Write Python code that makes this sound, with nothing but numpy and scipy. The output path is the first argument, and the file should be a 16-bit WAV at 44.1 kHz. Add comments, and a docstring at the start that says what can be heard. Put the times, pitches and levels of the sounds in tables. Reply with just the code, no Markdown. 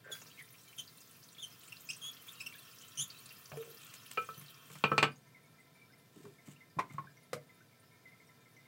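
"""A toilet tank refills in a small tiled bathroom: shaped noise makes the fill valve's hiss, swept tones
its squeaks, and short decaying tones the spray and drips that fall into the water.
The porcelain lid rubs as it is picked up (stick-slip tones), then clunks onto the tank in four main blows
(struck modes over clatter) and muffles the hiss. Drips go on ringing in the closed tank's air
while the seat is raised and knocks against it; room rumble and rustling hands are coloured noise."""
import sys
import numpy as np
from scipy import signal
from scipy.fft import rfft, irfft, next_fast_len
from scipy.io import wavfile
from scipy.ndimage import map_coordinates

SR = 44100
rng = np.random.default_rng(int(sys.argv[2]) if len(sys.argv) > 2 else 0)


def put_to_file(sound):
    """Save the sound as 16-bit audio at rate SR, in the file named by the first command-line argument."""
    columns = np.atleast_2d(sound).T  # one column per channel
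    safe = np.clip(columns, -1, 1)
    whole_steps = np.round(safe * 32767)
    wavfile.write(sys.argv[1], SR, whole_steps.astype(np.int16))


N = 382347

# decay of the broadband part of knocks: frequency_hz, t60_s
KNOCK_DECAY = [(150, 0.13), (600, 0.082), (2500, 0.086), (8000, 0.087), (15000, 0.128)]
CLOSED_S, CLOSING_S = 5.0, 0.13  # the lid shuts the tank: middle and length of the ramp


def amp(db):
    """Level law: decibels to amplitude gain."""
    return 10 ** (np.asarray(db) / 20)


def unit(x):
    """Power normalisation: scale to rms 1."""
    return x / np.sqrt(np.mean(x ** 2) + 1e-20)


def along(points, hz):
    """Interpolate (frequency_hz, value) points on a logarithmic frequency axis."""
    point_hz, values = np.transpose(points)
    return np.interp(np.log(hz + 1), np.log(point_hz + 1), values)


def wobble(rate_hz, size):
    """Slow random modulation: a smooth curve through rate_hz random knots a second."""
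    knots = rng.standard_normal(int(size * rate_hz / SR) + 4)
    return map_coordinates(knots, [np.arange(size) * rate_hz / SR])


def step(at_s, over_s):
    """Linear transition from 0 to 1, centred on a moment."""
    return np.clip((np.arange(N) / SR - at_s) / over_s + .5, 0, 1)


def filtered(x, response):
    """Linear filtering: multiply the spectrum of x by a function of frequency."""
    size = next_fast_len(len(x) + 8192)
    hz = np.fft.rfftfreq(size, 1 / SR)
    return irfft(rfft(x, size) * response(hz), size)[:len(x)]


def noise(spectrum, size):
    """Turbulence and friction as coloured Gaussian noise of rms 1."""
    return unit(filtered(rng.standard_normal(size), lambda hz: amp(along(spectrum, hz))))


def resonate(x, modes):
    """Parallel resonators (centre_hz, width_hz, level_db), squared for steeper, narrower peaks."""
    def response(hz):
        total = 0
        for centre_hz, width_hz, db in modes:
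            damping = 1j * hz * width_hz
            total = total + amp(db) * (damping / (centre_hz * centre_hz - hz * hz + damping)) ** 2
        return total

    return filtered(x, response)


def soften(x, corner_hz):
    """Contact stiffness: a softer contact lasts longer and so keeps less treble."""
    return signal.lfilter(*signal.butter(2, min(corner_hz, SR / 2 - 1), fs=SR), x)


def dying(x, decay):
    """Frequency-dependent damping: each band of x dies at its own speed."""
    hz, t, bands = signal.stft(x, SR, nperseg=256)
    damped = bands * amp(-60 * t / along(decay, hz)[:, None])
    return signal.istft(damped, SR, nperseg=256)[1][:len(x)]


def fade(t, t60):
    """Exponential decay by 60 dB in t60 seconds."""
    return np.exp(-np.log(1000) * t / t60)


def ring(t, hz, t60):
    """One struck mode: a damped sinusoid."""
    return np.sin(2 * np.pi * hz * t) * fade(t, t60)


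def swell(u, edge):
    """Rounded on-off envelope over u = 0..1; a smaller edge power is squarer."""
    return np.abs(np.sin(np.pi * u)) ** edge


def add(track, s, x):
    """Superposition: mix x into the track at time s."""
    i = max(round(s * SR), 0)
    track[i:i + len(x)] += x[:max(N - i, 0)]


def room(x, wet_db):
    """Reverberation: the tiled walls answer with a short, dense tail, convolved with the source."""
    # decay of the tiled room: frequency_hz, t60_s
    tile_decay = [(150, 0.32), (1000, 0.18), (4000, 0.15), (14000, 0.1)]
    tail = dying(rng.standard_normal(SR // 2), tile_decay)
    tail = np.pad(tail / np.linalg.norm(tail), (SR // 300, 0))  # the first echo comes late
    return x + amp(wet_db) * signal.fftconvolve(x, tail)[:N]


def bubble(hz, cycles, rise):
    """Bubble resonance: a tone decays by 1/e every so many cycles, gliding as it nears the surface."""
    t = np.arange(SR // 20) / SR
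    u = t * hz / cycles
    phase = 2 * np.pi * np.cumsum(hz * (1 + rise * u)) / SR
    return np.sin(phase) * np.exp(-u) * (1 - np.exp(-8 * u))


def splat(hz, t60):
    """Drop impact: a brief, decaying patch of resonant noise around one pitch."""
    t = np.arange(SR // 20) / SR
    return unit(resonate(rng.standard_normal(len(t)), [(hz, hz / 4, 0)])) * fade(t, t60)


def plink(hz):
    """Cavity resonance: a drop's pitch starts sharp and settles near a resonance of the enclosed air."""
    t = np.arange(SR // 8) / SR
    pitch_hz = hz * (1 + 0.058 * fade(t, 0.032) + 0.018 * wobble(290, len(t)))
    warble = np.sin(2 * np.pi * np.cumsum(pitch_hz) / SR) * amp(2.0 * wobble(130, len(t)))
    return warble * fade(t, 0.13) * (1 - np.exp(-t / 0.0029))


def spray(count, low_hz, high_hz, cycles, spread_db):
    """Random superposition: droplets tick with random pitch, life and size, rms 1 in all."""
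    when, pitch, life, size = rng.random((count, 4)).T[:, :, None]
    i = np.arange(SR // 70)
    turns = i / SR * low_hz * (high_hz / low_hz) ** pitch
    age = turns / (cycles * (.5 + life))
    size_db = spread_db * np.minimum(-np.log(1 - size), 4.2)  # few large drops, many small
    ticks = np.sin(2 * np.pi * turns) * np.exp(-age) * (1 - np.exp(-4 * age)) * amp(size_db)
    places = (when * N).astype(int) + i
    return unit(np.bincount(places.ravel(), ticks.ravel(), N)[:N])


def sputter(count, low_hz, high_hz, spread_db):
    """Random superposition: scattered splats of random pitch and size, rms 1 in all."""
    out = np.zeros(N)
    for when, pitch, size in rng.random((count, 3)):
        hz = low_hz * (high_hz / low_hz) ** pitch
        add(out, when * N / SR, amp(spread_db * size) * splat(hz, t60=0.0633))
    return unit(out)


def room_rumble():
    """Ambient noise: a steady random sound weighted to the low frequencies."""
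    # spectrum: frequency_hz, density_db (relative, per Hz)
    rumble_spectrum = [(25, -2), (40, 0.5), (58, -9.5), (75, -22), (95, -4), (120, 1), (160, 0.5),
                       (200, -7.5), (250, -5), (350, -12.5), (460, -8.5), (570, -17), (660, -11.5),
                       (860, -25), (1300, -29)]
    return amp(-65.0) * noise(rumble_spectrum, N)


def rustles():
    """Sliding friction: skin moves over glaze and plastic in a quick string of small slips."""
    # hands slide over lid and seat: start_s, length_s, level_db
    slides = [(3.802, 0.13, -61), (3.937, 0.03, -53), (4.11, 0.031, -50.5), (4.677, 0.14, -60),
              (6.122, 0.25, -69.5), (6.453, 0.1, -63), (6.882, 0.13, -69)]
    # spectrum of the rub: frequency_hz, density_db (relative, per Hz)
    skin_spectrum = [(500, -9), (1500, -4), (3000, 2.5), (5000, -6.5), (7800, 3.5), (10000, -7.5),
                     (15500, -7)]
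    out = np.zeros(N)
    for s, length_s, db in slides:
        slips = noise(skin_spectrum, SR // 2) * amp(5.1 * wobble(242, SR // 2))
        rub = unit(slips[:int(length_s * SR)])
        add(out, s, amp(db) * rub * swell(np.linspace(0, 1, len(rub)) ** .5, edge=.5))
    return out


def groans():
    """Stick-slip friction of lid and seat: a tone breaks into a scrape when the slips are uneven."""
    # rubs on the rests: start_s, length_s, pitch_hz, level_db, roughness (limited to 0-1)
    rubs = [(0.043, 0.15, 1573, -58, 0.37), (0.058, 0.094, 502, -59, .83), (3.522, 0.059, 142, -51.5, 0.07),
            (3.516, 0.053, 600, -54.5, 1.16), (3.572, 0.059, 452.6, -45, .03),
            (3.64, 0.13, 459.5, -61, 0.26), (6.16, 0.064, 292, -59, 0.6), (6.242, 0.082, 407, -57.5, 0.17)]
    out, t = np.zeros(N), np.arange(SR // 4) / SR
    for s, length_s, hz, db, rough in rubs:
        slips = rng.standard_normal(len(t)) * amp(5.1 * wobble(152, len(t)))
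        scrape = unit(resonate(slips, [(hz, hz / 2.26, 0)]))
        share = np.clip(rough, 0, 1)  # the scrape's share of the power
        rub = np.sqrt(1 - share) * np.sin(2 * np.pi * hz * t) + np.sqrt(share) * scrape
        rub = rub[:int(length_s * SR)]
        add(out, s, amp(db) * unit(rub * swell(np.linspace(0, 1, len(rub)) ** 0.28, edge=0.28)))
    return out


def thud(t):
    """Low modes of tank and bowl, excited by any blow, build up and boom."""
    boom = ring(t, 142.6, 0.17) - 0.36 * ring(t, 111, .18) - .5 * ring(t, 185, 0.12)
    return boom * (1 - np.exp(-t / 0.0064))


def seat():
    """Impact of seat and hinges: a damped noise clack, one mode set by the struck spot, and a thud."""
    # knocks: start_s, level_db, spot_hz (mode of the struck spot), ring_db, brightness_hz
    knocks = [(4.369, -47, 200, -2, 500), (4.412, -56, 1320, -18, 12060), (4.7, -54, 458, 3, 2940),
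              (4.754, -52, 1310, -9.5, 5840), (6.164, -62, 243, 17, 504), (6.251, -53.5, 251, 9, 1400),
              (6.478, -52.5, 256, 14.5, 1100), (6.765, -37.5, 157, 9, 411), (6.787, -33, 935, 10.5, 1720),
              (6.79, -31.5, 1028, 9, 3200), (6.905, -57, 257, 10, 3050), (6.94, -52.5, 149, 11, 1508),
              (6.982, -42, 1087, 13.5, 1720), (7.04, -52, 1064, 3.5, 1190), (7.331, -37.5, 500, 5, 6900),
              (7.361, -49, 610, 14, 800)]
    # spectrum of the clack: frequency_hz, density_db (relative, per Hz)
    body_spectrum = [(40, -37.5), (100, -41), (220, -3), (450, -6), (620, -6.5), (800, -4), (1400, -1),
                     (1750, -7.5), (2150, -1), (3000, -14), (5000, -13.5), (9000, -10.5), (15500, -7.5)]
    thud_db, thud_grows = -28.5, 0.39  # boom at a 0 dB knock; slow growth with force (dB per dB)
    rattle_db = 3  # unsteadiness of the ring
    out, t = np.zeros(N), np.arange(SR // 2) / SR
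    for s, db, spot_hz, ring_db, bright_hz in knocks:
        clack = dying(noise(body_spectrum, len(t)), KNOCK_DECAY) * (1.75 + fade(t, 0.023))
        contact = 1 - np.exp(-t * bright_hz / 4)  # soft contacts build up more slowly
        spot = amp(ring_db + rattle_db * wobble(216, len(t))) * ring(t, spot_hz, 0.058)
        knock = amp(db) * contact * (soften(clack, bright_hz) + spot)
        add(out, s, knock + amp(thud_db + thud_grows * db) * thud(t))
    return out


def lid():
    """Modal impact: each contact rings the porcelain's modes over a dense, gritty clatter."""
    # contacts: start_s, level_db, brightness_hz, clatter_db, spot_hz (favoured by the contact spot)
    contacts = [(.218, -63.5, 2480, 6, 1800), (.259, -60.5, 2020, 1, 1590), (3.518, -57.5, 3000, 8.5, 1700),
                (3.571, -55.5, 2500, 0, 1600), (3.626, -59.5, 2550, 6, 1600), (4.174, -33, 2900, -6, 2430),
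                (4.177, -32.5, 1800, -14, 1330), (4.288, -42, 1700, -9, 1300),
                (4.839, -24.5, 3600, -1, 2620), (4.916, -22, 1090, -5, 1330),
                (4.9798, -24.5, 6600, -0.5, 2650), (5.0278, -24.5, 6400, 2, 1060),
                (5.04, -35, 3230, 5.5, 1750)]
    # modes of the porcelain: frequency_hz, level_db, t60_s
    porcelain = [(410, -15, 0.069), (445, -6.5, 0.13), (502, -5, 0.07), (935, -16, 0.054),
                 (1123, -1, 0.0384), (1174, -2.5, 0.077), (1309, -2.5, 0.14), (1540, -10, 0.099),
                 (1780, -10.5, 0.082), (2410, -4, 0.12), (2456, -10.5, 0.15), (2645, -11, .06),
                 (2744, -5.5, 0.052), (3005, -13.5, 0.083), (3650, -24.5, 0.148), (4480, -11, 0.085),
                 (6120, -16, 0.086), (8000, -19.5, 0.076), (9910, -27, .08)]
    # spectrum of the clatter: frequency_hz, density_db (relative, per Hz)
    clatter_spectrum = [(40, -35), (100, -20.5), (200, 1.5), (450, -3), (700, -1.5), (1050, 0.5),
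                        (2000, -3.5), (2700, 3), (3600, -9.5), (4600, -9.5), (6000, -22.5), (8200, -12.5),
                        (10000, -30.5), (15500, -12)]
    thud_db, thud_per_clatter = -10, 0.43  # flat, clattering contacts shake the tank more (dB per dB)
    out, t = np.zeros(N), np.arange(SR // 2) / SR
    for s, db, bright_hz, clatter_db, spot_hz in contacts:
        modes = np.zeros(len(t))
        for hz, level_db, t60 in porcelain:
            # modes that swing most at the spot gain some dB
            favour_db = 7.2 * np.exp(-(np.log(hz / spot_hz) / 0.12) ** 2)
            sign = rng.choice([-1, 1])
            modes += sign * amp(level_db + favour_db + rng.normal(0, 1)) * ring(t, hz, t60)
        modes *= 1 - np.exp(-t / 0.0017)  # the ringing spreads from lid to tank
        clatter = dying(noise(clatter_spectrum, len(t)), KNOCK_DECAY) * (1.01 + 1.33 * fade(t, 0.0149))
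        grit = 0.31 * fade(t, 0.0085) * rng.standard_normal(len(t))
        clunk = soften(0.85 * modes + amp(clatter_db) * (clatter + grit), bright_hz)
        boom = amp(thud_db + thud_per_clatter * clatter_db) * thud(t)
        add(out, s, amp(db) * (clunk + boom))
    return out


def drips():
    """Drop and bubble resonance: bright splats in the open tank, lower plinks in the air under the lid."""
    # loudest drips in the open tank: start_s, level_db, pitch_hz
    open_drips = [(0.266, -48.5, 4770), (.8764, -46, 4680), (1.2371, -48.5, 6300), (1.9324, -39.5, 5760),
                  (2.1321, -45, 5250), (2.5247, -49, 2350), (2.54, -48, 3470), (2.7851, -48, 5500),
                  (3.1014, -39.5, 4400), (3.2903, -46, 4750), (3.307, -43.5, 2680), (4.4824, -45.5, 4000)]
    # loudest drips under the lid: start_s, level_db, pitch_hz (air resonance that they ring)
    lid_drips = [(5.3459, -51, 2070), (5.5832, -57.5, 2050), (5.814, -55, 2315), (5.9286, -58, 2060),
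                 (6.385, -56.5, 2070), (6.6055, -53, 2080), (6.8967, -51.5, 2070), (7.1688, -57.5, 2076),
                 (7.4925, -54.5, 2060), (8.0532, -51.5, 2050), (8.1176, -54.5, 2070), (8.1999, -53.5, 2087),
                 (8.2882, -58, 2040), (8.4573, -57.5, 2080), (8.5651, -53.5, 2040), (8.6537, -55, 2080)]
    # larger bubbles that rise in pitch as they surface: start_s, level_db, pitch_hz
    blubs = [(.41, -45.5, 1790), (2.549, -49, 1590), (5.901, -59, 1490), (6.562, -54, 2620),
             (7.071, -47, 1530), (7.606, -55.5, 1420)]
    main_hz = 2070  # main air resonance under the lid
    faint_db, faint_spread = -64, 0.139  # fainter plinks fall at random, up to this share higher
    out = np.zeros(N)
    for s, db, hz in open_drips:
        add(out, s, amp(db) * (0.48 * splat(hz, t60=0.049) + 0.75 * bubble(hz, cycles=9.6, rise=0)))
    for s, db, hz in lid_drips:
        add(out, s, amp(db) * plink(hz))
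    for when, detune in rng.random(size=(12, 2)):
        s = CLOSED_S + when * (N / SR - CLOSED_S)
        add(out, s, amp(faint_db) * plink(main_hz * (1 + faint_spread * detune)))
    for s, db, hz in blubs:
        add(out, s, amp(db) * bubble(hz, cycles=12, rise=0.071))
    return out


def squeaks():
    """Self-excited flutter of the valve seal: short, unsteady whistles with overtones shake the tank a little."""
    # whistles: start_s, length_s, pitch_hz (middle of the glide), glide_octaves, level_db, roughness (0-1)
    whistles = [(.116, 0.025, 3380, -0.062, -44, 0.06), (0.374, 0.045, 2160, -0.33, -55.5, 0.35),
                (0.779, 0.028, 3120, 0.022, -44, 0.37), (1.381, 0.03, 3490, 0.057, -52, 0.2),
                (1.421, 0.032, 3180, -0.14, -45, 0.17), (1.721, 0.0095, 2815, 0.027, -47.5, 0.36),
                (1.888, 0.027, 2700, 0.5, -41, .25), (2.015, 0.09, 3304, 0.043, -46, 0.15),
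                (2.281, 0.016, 3320, .2, -49.5, 0.29), (2.402, 0.02, 2552, 0.064, -44, 0.28),
                (2.461, 0.016, 2686, -.04, -44, 0.28), (2.973, 0.062, 3284, .27, -38, 0.32)]
    sharp, settle_s = 0.105, 0.024  # each starts this share sharp and settles (t60)
    # harder squeaks have stronger overtones: level where they have plain strength; dB gained per dB
    even_db, overtones_grow = -42.5, 1.5
    out = np.zeros(N)
    for s, length_s, pitch_hz, glide, db, rough in whistles:
        size = int(length_s * SR)
        u = np.linspace(0, 1, size)
        jitter, flutter = wobble(1137, SR // 4)[:size], wobble(355, SR // 4)[:size]
        stagger = wobble(160, SR // 4)[:size]  # the seal catches and lets go
        bend = 1 + sharp * fade(u * length_s, settle_s) + 0.12 * rough * jitter + 0.073 * rough * stagger
        hz = pitch_hz * 2 ** (glide * (u - .5)) * bend
        phase = 2 * np.pi * np.cumsum(hz) / SR
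        overtones_db = overtones_grow * (db - even_db)
        tone = np.sin(phase)
        for k, level_db in enumerate([-4, -9, -26], 2):
            tone = tone + amp(overtones_db + level_db) * np.sin(k * phase)
        tone = tone + .5 * rough * rng.standard_normal(size)  # spray forced past the seal
        shudder = amp(-21 + overtones_db) * np.sin(2 * np.pi * 143 * u * length_s)
        envelope = swell(u, edge=0.41) * amp(11.0 * rough * flutter)
        add(out, s, amp(db) * unit((tone + shudder) * envelope))
    return out


def building_db():
    """Rising flow rate: the level builds from weak to full, where it is 0 dB."""
    weak_db, middle_s, build_s = -2.5, 1.63, 0.64
    return weak_db * (1 - step(middle_s, build_s))


def flow_db():
    """Pressure release: the valve cracks open with a spurt, runs weakly, then reaches full flow (0 dB)."""
    opens_s, opening_s, shut_db = 0.11, .03, -12
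    spurt_db, spurt_s = 14.5, 0.073  # extra level, falling by 1/e in spurt_s
    spurt = spurt_db * np.exp(-np.maximum(np.arange(N) / SR - opens_s, 0) / spurt_s)
    opened = step(opens_s, opening_s)
    return shut_db * (1 - opened) + spurt * opened + building_db()


def closed_tank():
    """Transmission and cavity resonance: the faint hiss is coloured by the air space, and spray crackles."""
    # spectrum of the leaking hiss: frequency_hz, density_db (relative, per Hz)
    covered_spectrum = [(400, -7), (900, 5), (1800, -10.5), (2800, 4), (5000, 3), (7000, -6), (12000, -6),
                        (15500, -1.5)]
    # air resonances of the closed tank: centre_hz, width_hz (before squaring), level_db
    cavity = [(700, 83, -4), (1007, 108, 1), (1335, 72, 4.5), (1596, 190, -2.5), (1787, 62, 4),
              (2058, 84, -5.5), (2351, 170, -1.5), (3646, 64, -1)]
    leak_db, crackle_db = -68, -80.5
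    raised_s, screen_db = 7.3, -3  # the raised seat screens the crackle from the gap
    hollow = unit(resonate(rng.standard_normal(N), cavity)) * amp(-4 + 1.1 * wobble(31, N))
    crackle = spray(count=2400, low_hz=4720, high_hz=15300, cycles=7.4, spread_db=6)
    unsteady_db = 1.5 * wobble(19, N) + 4.3 * wobble(6.4, N)
    crackle *= amp(crackle_db + screen_db * step(raised_s, .3) + unsteady_db)
    burble = unit(resonate(rng.standard_normal(N), [(2078, 89, 7), (2342, 183.4, -4.5)]))
    burble *= amp(-16.0 + 5.33 * wobble(18, N))
    leak = noise(covered_spectrum, N) * amp(-5 + .8 * wobble(50, N))
    return (leak + hollow + burble) * amp(leak_db + 0.31 * building_db()) + room(crackle, wet_db=2)


def open_tank():
    """Jet turbulence hisses and throws uneven spray; water sings in the overflow pipe's air resonances."""
    # spectrum of the jet: frequency_hz, density_db (relative, per Hz)
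    jet_spectrum = [(300, -10.5), (800, -14), (1100, 0), (2000, -4), (3100, -13), (4000, -1.5),
                    (6300, -2.5), (7500, -4.5), (9300, -4.5), (13000, -4.5), (15500, 3.5)]
    # air resonances of the pipe: centre_hz, width_hz (before squaring), level_db
    pipe_modes = [(1112, 57, 1.5), (1314, 400, 0.5), (1778, 61, 1.5), (2727, 350, 1.5), (3116, 440, 2)]
    # reference levels at full flow; the pipe's song grows faster than the flow (dB per dB)
    hiss_db, pipe_db, pipe_grows = -65.5, -65, 3.3
    lowered_s, lowering_s, shade_db = 4.47, .15, -3.5  # the lowered lid first shades the tank
    jet = noise(jet_spectrum, N) * amp(7.0 + 0.79 * wobble(24.74, N))
    patter = spray(count=1800, low_hz=2303, high_hz=11300, cycles=19.0, spread_db=4.5)
    patter = unit(room(patter, wet_db=6)) * amp(-3.0 + 1.7 * wobble(28, N))
    fizz = spray(count=3000, low_hz=9200, high_hz=15540, cycles=6.3, spread_db=3.5)
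    fizz *= amp(-8.5 + 1.2 * wobble(45, N))
    spits = amp(1.0) * sputter(count=520, low_hz=2314, high_hz=13950, spread_db=16)
    sizzle = amp(-2.0) * sputter(count=90, low_hz=11660, high_hz=14700, spread_db=11.5)
    pipe = unit(resonate(rng.standard_normal(N), pipe_modes))
    pipe *= amp(pipe_db + pipe_grows * building_db() + 1.5 * wobble(12, N))
    hiss = jet + patter + fizz + spits + sizzle
    hiss *= amp(hiss_db + flow_db() + shade_db * step(lowered_s, lowering_s))
    return (hiss + pipe) * (1 - step(CLOSED_S, CLOSING_S))


def scene():
    """Superposition of water, porcelain and seat over the low rumble of the room."""
    water = open_tank() + closed_tank() + room(squeaks() + drips(), wet_db=-6.0)
    handling = room(lid() + seat() + groans() + rustles(), wet_db=-10.5)
    return (water + handling + room_rumble())[None]


def record(dry):
    """Band limitation: the microphone drops the deep bass and keeps nothing above its upper limit."""
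    top_hz = 15850
    thin = signal.sosfilt(signal.butter(4, 78, "highpass", fs=SR, output="sos"), dry)
    return np.array([filtered(channel, lambda hz: hz < top_hz) for channel in thin])


dry = scene()
out = record(dry)
put_to_file(out)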